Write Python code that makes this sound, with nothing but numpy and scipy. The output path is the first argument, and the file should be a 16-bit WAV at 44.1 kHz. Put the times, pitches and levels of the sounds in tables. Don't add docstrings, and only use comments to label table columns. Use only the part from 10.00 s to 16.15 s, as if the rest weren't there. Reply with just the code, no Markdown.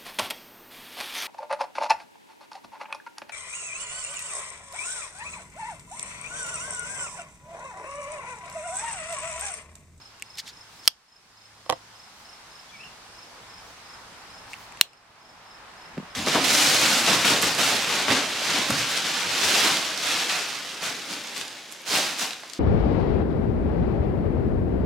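import sys
import numpy as np
from scipy import signal
from scipy.fft import rfft, irfft, next_fast_len
from scipy.io import wavfile
from scipy.ndimage import uniform_filter1d, map_coordinates

SR = 44100
rng = np.random.default_rng(int(sys.argv[2]) if len(sys.argv) > 2 else 0)


def log_audio(samples):
    frames = np.atleast_2d(samples).T
    limited = np.clip(frames, -1, 1)
    pcm = np.round(limited * 32767).astype(np.int16)
    wavfile.write(sys.argv[1], SR, pcm)


N = 271215

# frequency in Hz, relative spectral level in dB.
ROAR_SPECTRUM = [(200, -25), (400, -8.5), (600, -6), (830, -0.5), (1100, -1.5), (1600, -4), (2500, -9),
                 (4000, -16), (8000, -48)]
RUMBLE_SPECTRUM = [(15, -14), (30, -5), (50, 1.5), (110, -2.5), (170, 0.5), (300, -2.5), (500, -10),
                   (1000, -37)]
HISS_SPECTRUM = [(800, -13), (2000, -2), (3500, 0), (5000, 2), (6500, -3), (9000, -7.5), (12000, -15),
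                 (15500, -23)]
# time in seconds, level in dB.
HISS_LEVELS = [(.1, -55.3), (1.2, -51.8), (3.8, -50.7), (5.6, -52.5)]
# start in seconds, end in seconds, level in dB.
HUM_SPELLS = [(-.3, 1, -66), (1.1, 2.25, -63.5), (2.7, 6.5, -68)]
# frequency in Hz, left-right correlation.
MIC_CORRELATION = [(60, 0.9), (130, 0.81), (290, 0.67), (640, 0.76), (1410, 0.4), (3100, 0.065),
                   (6820, -0.2), (15000, 0.036)]
# frequency in Hz, time to fall 60 dB in seconds.
GARDEN_DECAY = [(2000, .35), (6000, .3)]
NEARBY_DECAY = [(200, 0.12), (1500, 0.25), (4500, .21), (9000, 0.19), (14000, .12)]
# start in seconds, length in seconds,
# first pitch in Hz, last pitch in Hz, level in dB, burr as a share of the pitch.
BIRD_CALL = [(2.688, .025, 3420, 3290, -53, .01), (2.72, .053, 2420, 2210, -46.5, .007),
             (2.788, .04, 2370, 2860, -44.5, .022), (2.829, .025, 2700, 2790, -40.3, .042)]
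CHIRP_TIMES = [-.02, .266, .534, .798, 1.087, 1.378, 1.66, 1.96, 2.256, 2.519, 2.77, 3.151, 3.502, 3.862,
               4.304, 4.896, 5.217, 5.473, 5.781, 6.111]
# frequency in Hz, bandwidth in Hz, relative level in dB.
TABLE_MODES = [(169.7, 20, 8), (238, 66, 0.5), (352, 100, -4), (560, 240, -14)]
HOLLOW_MODES = [(130, 32, -7.5), (272, 45, -8), (309, 47, -3), (528, 39, 7.5), (680, 43, 4.5),
                (777, 39, 4.5), (905, 69, 0.5), (980, 64, -2), (1066, 89, 4.5), (1220, 120, -9.5),
                (1500, 150, -17), (1970, 100, -6), (3100, 130, -8), (3970, 98, -14)]
LOCK_BAR_MODES = [(2190, 330, -1), (2760, 200, 2.5), (4200, 400, -16.5), (5300, 700, -14.5),
                  (7200, 480, -7.5), (8350, 500, -10.5), (10300, 330, -16.5), (11500, 800, -21),
                  (14200, 1200, -45.5)]
CLOSED_KNIFE_MODES = [(605, 650, -19.5), (3120, 450, -0.5), (4510, 225, 2), (5200, 350, -1),
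                      (6660, 740, -8), (8370, 690, -7.5), (10700, 1100, -12), (12420, 770, -7.5),
                      (14800, 1100, -15.5)]
OPEN_KNIFE_MODES = [(1960, 350, -17), (2840, 530, -2), (4190, 320, 0), (5460, 290, -7.5),
                    (7170, 1670, -10.5), (8610, 390, -13), (9410, 330, -14.5), (12360, 1000, -13.5),
                    (14770, 1270, -11)]
# start in seconds, level in dB, crack level against the ring in dB.
HANDLE_BUMPS = [(1.662, -32, -14), (1.6947, -13, -8), (1.6992, -5.5, -4), (1.709, -14.5, -9),
                (1.7247, -14.5, -8), (1.7305, -22, -8)]
TABLE_THUDS = [(5.9705, -29, -32), (5.978, -19.3, -14), (5.998, -27, -32), (6.027, -35.5, -28)]
# frequency in Hz, relative spectral level in dB.
SCRAPE_SPECTRUM = [(530, -58), (900, -29.5), (2070, -3.5), (2760, -14), (3000, -2), (4390, 1), (6980, -7.5),
                   (8340, -12), (9510, -15), (15500, -23)]
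# middle in seconds, half
# length in seconds, level in dB, tilt in dB per octave.
SLIDE_STROKES = [(.356, .0019, -46, 2), (.375, .002, -41, 3), (.393, .009, -31.2, 0),
                 (.483, .016, -40.3, -1.5), (.764, .05, -57, 5), (.859, .015, -46.5, 5),
                 (2.203, .037, -60, 9), (3.684, .045, -60, 7), (4.518, .021, -50, 3.5),
                 (4.617, .039, -55, 9)]
# start in seconds, level in dB, tilt in dB per octave.
LOCK_TICKS = [(.198, -35, 5), (.2233, -15, 2.5), (.2269, -29, -6), (.3845, -22, 4), (.478, -27, 3),
              (4.5331, -21.5, -6), (4.5395, -23, -9), (4.723, -30.5, 0), (4.773, -31, -2.5),
              (4.933, -29, -2)]
# start in seconds, level in dB.
SHUT_CONTACTS = [(.8564, -29), (.8769, 9), (.8799, -4), (.8814, -5), (.8829, -16.5)]
# start in seconds, level in dB.
LOCK_CONTACTS = [(4.8111, -13.5), (4.8119, 13.5)]


def amp(db):
    return 10 ** (np.asarray(db) / 20)


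def unit(x):
    return x / np.sqrt(np.mean(x ** 2) + 1e-20)


def clock():
    return np.arange(N) / SR


def along(points, hz):
    freqs, values = np.transpose(points)
    return np.interp(np.log(hz + 1), np.log(freqs + 1), values)


def wobble(rate):
    return map_coordinates(rng.standard_normal(int(N * rate / SR) + 4), [clock() * rate])


def filtered(x, response):
    n = x.shape[-1]
    padded = next_fast_len(n + SR // 8)
    return irfft(rfft(x, padded) * response(np.fft.rfftfreq(padded, 1 / SR)), padded)[..., :n]


def add(track, start, sound):
    part = track[..., max(round(start * SR), 0):][..., :sound.shape[-1]]
    part += sound[..., :part.shape[-1]]


def panned(x, right_db, lag_samples=0):
    left, right = x * amp([[-right_db / 2], [right_db / 2]])
    return np.array([np.pad(left, (lag_samples, 0))[:len(left)], right])


def echo(x, decay):
    hz, t, noise = signal.stft(rng.standard_normal((2, SR // 2)), SR, nperseg=256)
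    tail = signal.istft(noise * amp(-60 * t / along(decay, hz)[:, None]), SR, nperseg=256)[1]
    return signal.fftconvolve(x[None], tail / np.linalg.norm(tail[0]), axes=1)[:, :N]


def rush(spectrum, patchy_db):
    def mid_side_gains(hz):
        angle = np.arccos(np.clip(along(MIC_CORRELATION, hz), -1, 1)) / 2
        return amp(along(spectrum, hz)) * [np.cos(angle), np.sin(angle)]

    noise = signal.stft(rng.standard_normal((2, N)), nperseg=512)[2]
    patches = uniform_filter1d(rng.standard_normal(noise.shape[1:]), size=6, axis=0)
    patches = unit(uniform_filter1d(patches, size=14, axis=1))
    pair = signal.istft(noise * amp(patchy_db * patches), nperseg=512)[1][:, :N]
    mid, side = filtered(pair, mid_side_gains)
    return unit(np.array([mid + side, mid - side]))


def hiss():
    return amp(np.interp(clock(), *np.transpose(HISS_LEVELS))) * rush(HISS_SPECTRUM, patchy_db=.85)


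def traffic(roar_db_per_s=1.8, rumble_db_per_s=1.1):
    t = clock()
    roar = amp(-55.2 + roar_db_per_s * t + .25 * wobble(6.5)) * rush(ROAR_SPECTRUM, patchy_db=1)
    rumble = amp(-63.3 + rumble_db_per_s * t + .48 * wobble(20)) * rush(RUMBLE_SPECTRUM, patchy_db=1.5)
    return roar + rumble


def engine(hum_hz=108, fade_s=.35):
    t = clock()
    level = sum(amp(db) * np.clip(np.minimum(t - start, end - t) / fade_s, 0, 1)
                for start, end, db in HUM_SPELLS)
    waver = amp(1.8 * wobble(4.6))
    hz = hum_hz + 1.2 * wobble(5.1)
    return level * waver * unit(np.sin(2 * np.pi * np.cumsum(hz) / SR))


def bird():
    call = np.zeros(N)
    for start, length, first_hz, last_hz, db, burr in BIRD_CALL:
        progress = np.clip((clock() - start) / length, 0, 1)
        hz = (first_hz + (last_hz - first_hz) * progress) * (1 + burr * wobble(400))
        swell = np.sqrt(4 * progress * (1 - progress))
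        call += amp(db) * swell * np.sin(2 * np.pi * np.cumsum(hz) / SR)
    return call + amp(-1) * echo(call, GARDEN_DECAY)


def cricket(pitch_hz=5205, rise_hz=26, sag_hz=45, rough_hz=45, drift_hz=16, gap_s=.0395, half_s=.0044):
    out = np.zeros(N + SR)
    t = np.arange(-SR // 40, SR // 40) / SR
    sag = sag_hz * np.maximum(t / half_s + .5, 0) ** 2
    swell = np.exp(-.5 * (t / half_s) ** 2)
    for start in CHIRP_TIMES:
        chirp_hz = pitch_hz + drift_hz * rng.standard_normal()
        for stroke in range(3):
            teeth = unit(uniform_filter1d(rng.standard_normal(len(t)), size=90))
            hz = chirp_hz + stroke * rise_hz + rough_hz * teeth - sag
            note = swell * np.sin(2 * np.pi * np.cumsum(hz) / SR)
            db = -45.9 - 3 * (stroke == 0) + 1.2 * rng.standard_normal()
            add(out, 1 + start + stroke * gap_s + t[0], amp(db) * note)
    song = out[SR:]
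    return panned(song, right_db=3) + amp(-.7) * echo(song, GARDEN_DECAY)


def strike(modes, crack_db, crack_s, crack_hz, scatter_db, spread, tilt_db=0, low_cut_ratio=.65):
    t = np.arange(SR // 6) / SR
    hz, width, db = np.transpose(modes)[..., None]
    scatter = scatter_db * rng.standard_normal((2, len(hz), 1))
    size = width * amp(db + tilt_db * np.log2(hz / hz[0]) + scatter)
    phase = np.pi * np.arange(len(hz))[:, None] + spread * rng.standard_normal((2, len(hz), 1))
    ring = np.sum(size * np.exp(-np.pi * width * t) * np.cos(2 * np.pi * hz * t + phase), axis=1)
    grit = rng.standard_normal(len(t)) + spread * rng.standard_normal((2, len(t)))
    grit = unit(signal.lfilter(*signal.butter(2, crack_hz, fs=SR), grit))
    crack = amp(crack_db) * np.exp(-t / crack_s) * grit
    low_cut = signal.butter(2, hz.min() * low_cut_ratio, "high", fs=SR)
    return signal.lfilter(*low_cut, ring / np.abs(ring).max() + crack)


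def knocks():
    out = np.zeros((2, N))
    for start, db, crack_db in HANDLE_BUMPS:
        bump = strike(HOLLOW_MODES, crack_db, crack_s=.0012, crack_hz=4900, scatter_db=.5, spread=.7)
        add(out, start, amp(db) * panned(bump, right_db=5.5, lag_samples=4))
    for start, db, crack_db in TABLE_THUDS:
        thud = strike(TABLE_MODES, crack_db, crack_s=.0043, crack_hz=2480, scatter_db=.5, spread=.066)
        add(out, start, amp(db) * thud)
    return out


def sliding():
    out = np.zeros((2, N))
    t = np.arange(-SR // 8, SR // 8) / SR
    for middle, half_s, db, tilt_db in SLIDE_STROKES:
        slips = rng.standard_normal(len(t)) * amp(4 * rng.standard_normal(len(t)))
        pair = slips + .5 * rng.standard_normal((2, len(t)))
        rub = unit(filtered(pair, lambda hz: amp(along(SCRAPE_SPECTRUM, hz) + tilt_db * np.log2(hz + 1))))
        add(out, middle + t[0], amp(db) * rub * np.exp(-.5 * (t / half_s) ** 2))
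    return out


def blade():
    out = np.zeros((2, N))
    for start, db in SHUT_CONTACTS:
        snap = strike(CLOSED_KNIFE_MODES, crack_db=-18, crack_s=.0013, crack_hz=11000,
                      scatter_db=2.2, spread=.3, low_cut_ratio=.3)
        add(out, start, amp(db) * panned(snap, right_db=4, lag_samples=1))
    for start, db in LOCK_CONTACTS:
        snap = strike(OPEN_KNIFE_MODES, crack_db=-24, crack_s=.00032, crack_hz=14000,
                      scatter_db=.4, spread=.34)
        add(out, start, amp(db) * snap)
    for start, db, tilt_db in LOCK_TICKS:
        tick = strike(LOCK_BAR_MODES, crack_db=-19.5, crack_s=.0015, crack_hz=9000,
                      scatter_db=2, spread=.35, tilt_db=tilt_db)
        add(out, start, amp(db) * panned(tick, right_db=1))
    return out


def scene():
    steel, blows = blade() + sliding(), knocks()
    reflections = echo(amp(-23.5) * steel.mean(axis=0) + amp(-15.5) * blows.mean(axis=0), NEARBY_DECAY)
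    garden = cricket() + bird()
    distance = panned(traffic() + hiss() + engine(), right_db=.47)
    return steel + blows + reflections + garden + distance


def gain_control(x, overload_db=-4.5, duck_db=11.5, attack_s=.03, hold_s=.17, release_s=.45):
    power = uniform_filter1d(np.mean(x ** 2, axis=0), size=44)
    overload = power > amp(overload_db) ** 2
    since_overload = clock() - np.maximum.accumulate(np.where(overload, clock(), -np.inf))
    cut_db = duck_db * np.exp(-np.maximum(since_overload - hold_s, 0) / release_s)
    pole = np.exp(-1 / (attack_s * SR))
    return amp(-signal.lfilter([1 - pole], [1, -pole], cut_db))


def record(dry, top_hz=16100):
    ducked = np.clip(dry, -1, 1) * gain_control(dry)
    return filtered(ducked, lambda hz: 1 / (1 + (hz / top_hz) ** 80))


dry = scene()
out = record(dry)
log_audio(out)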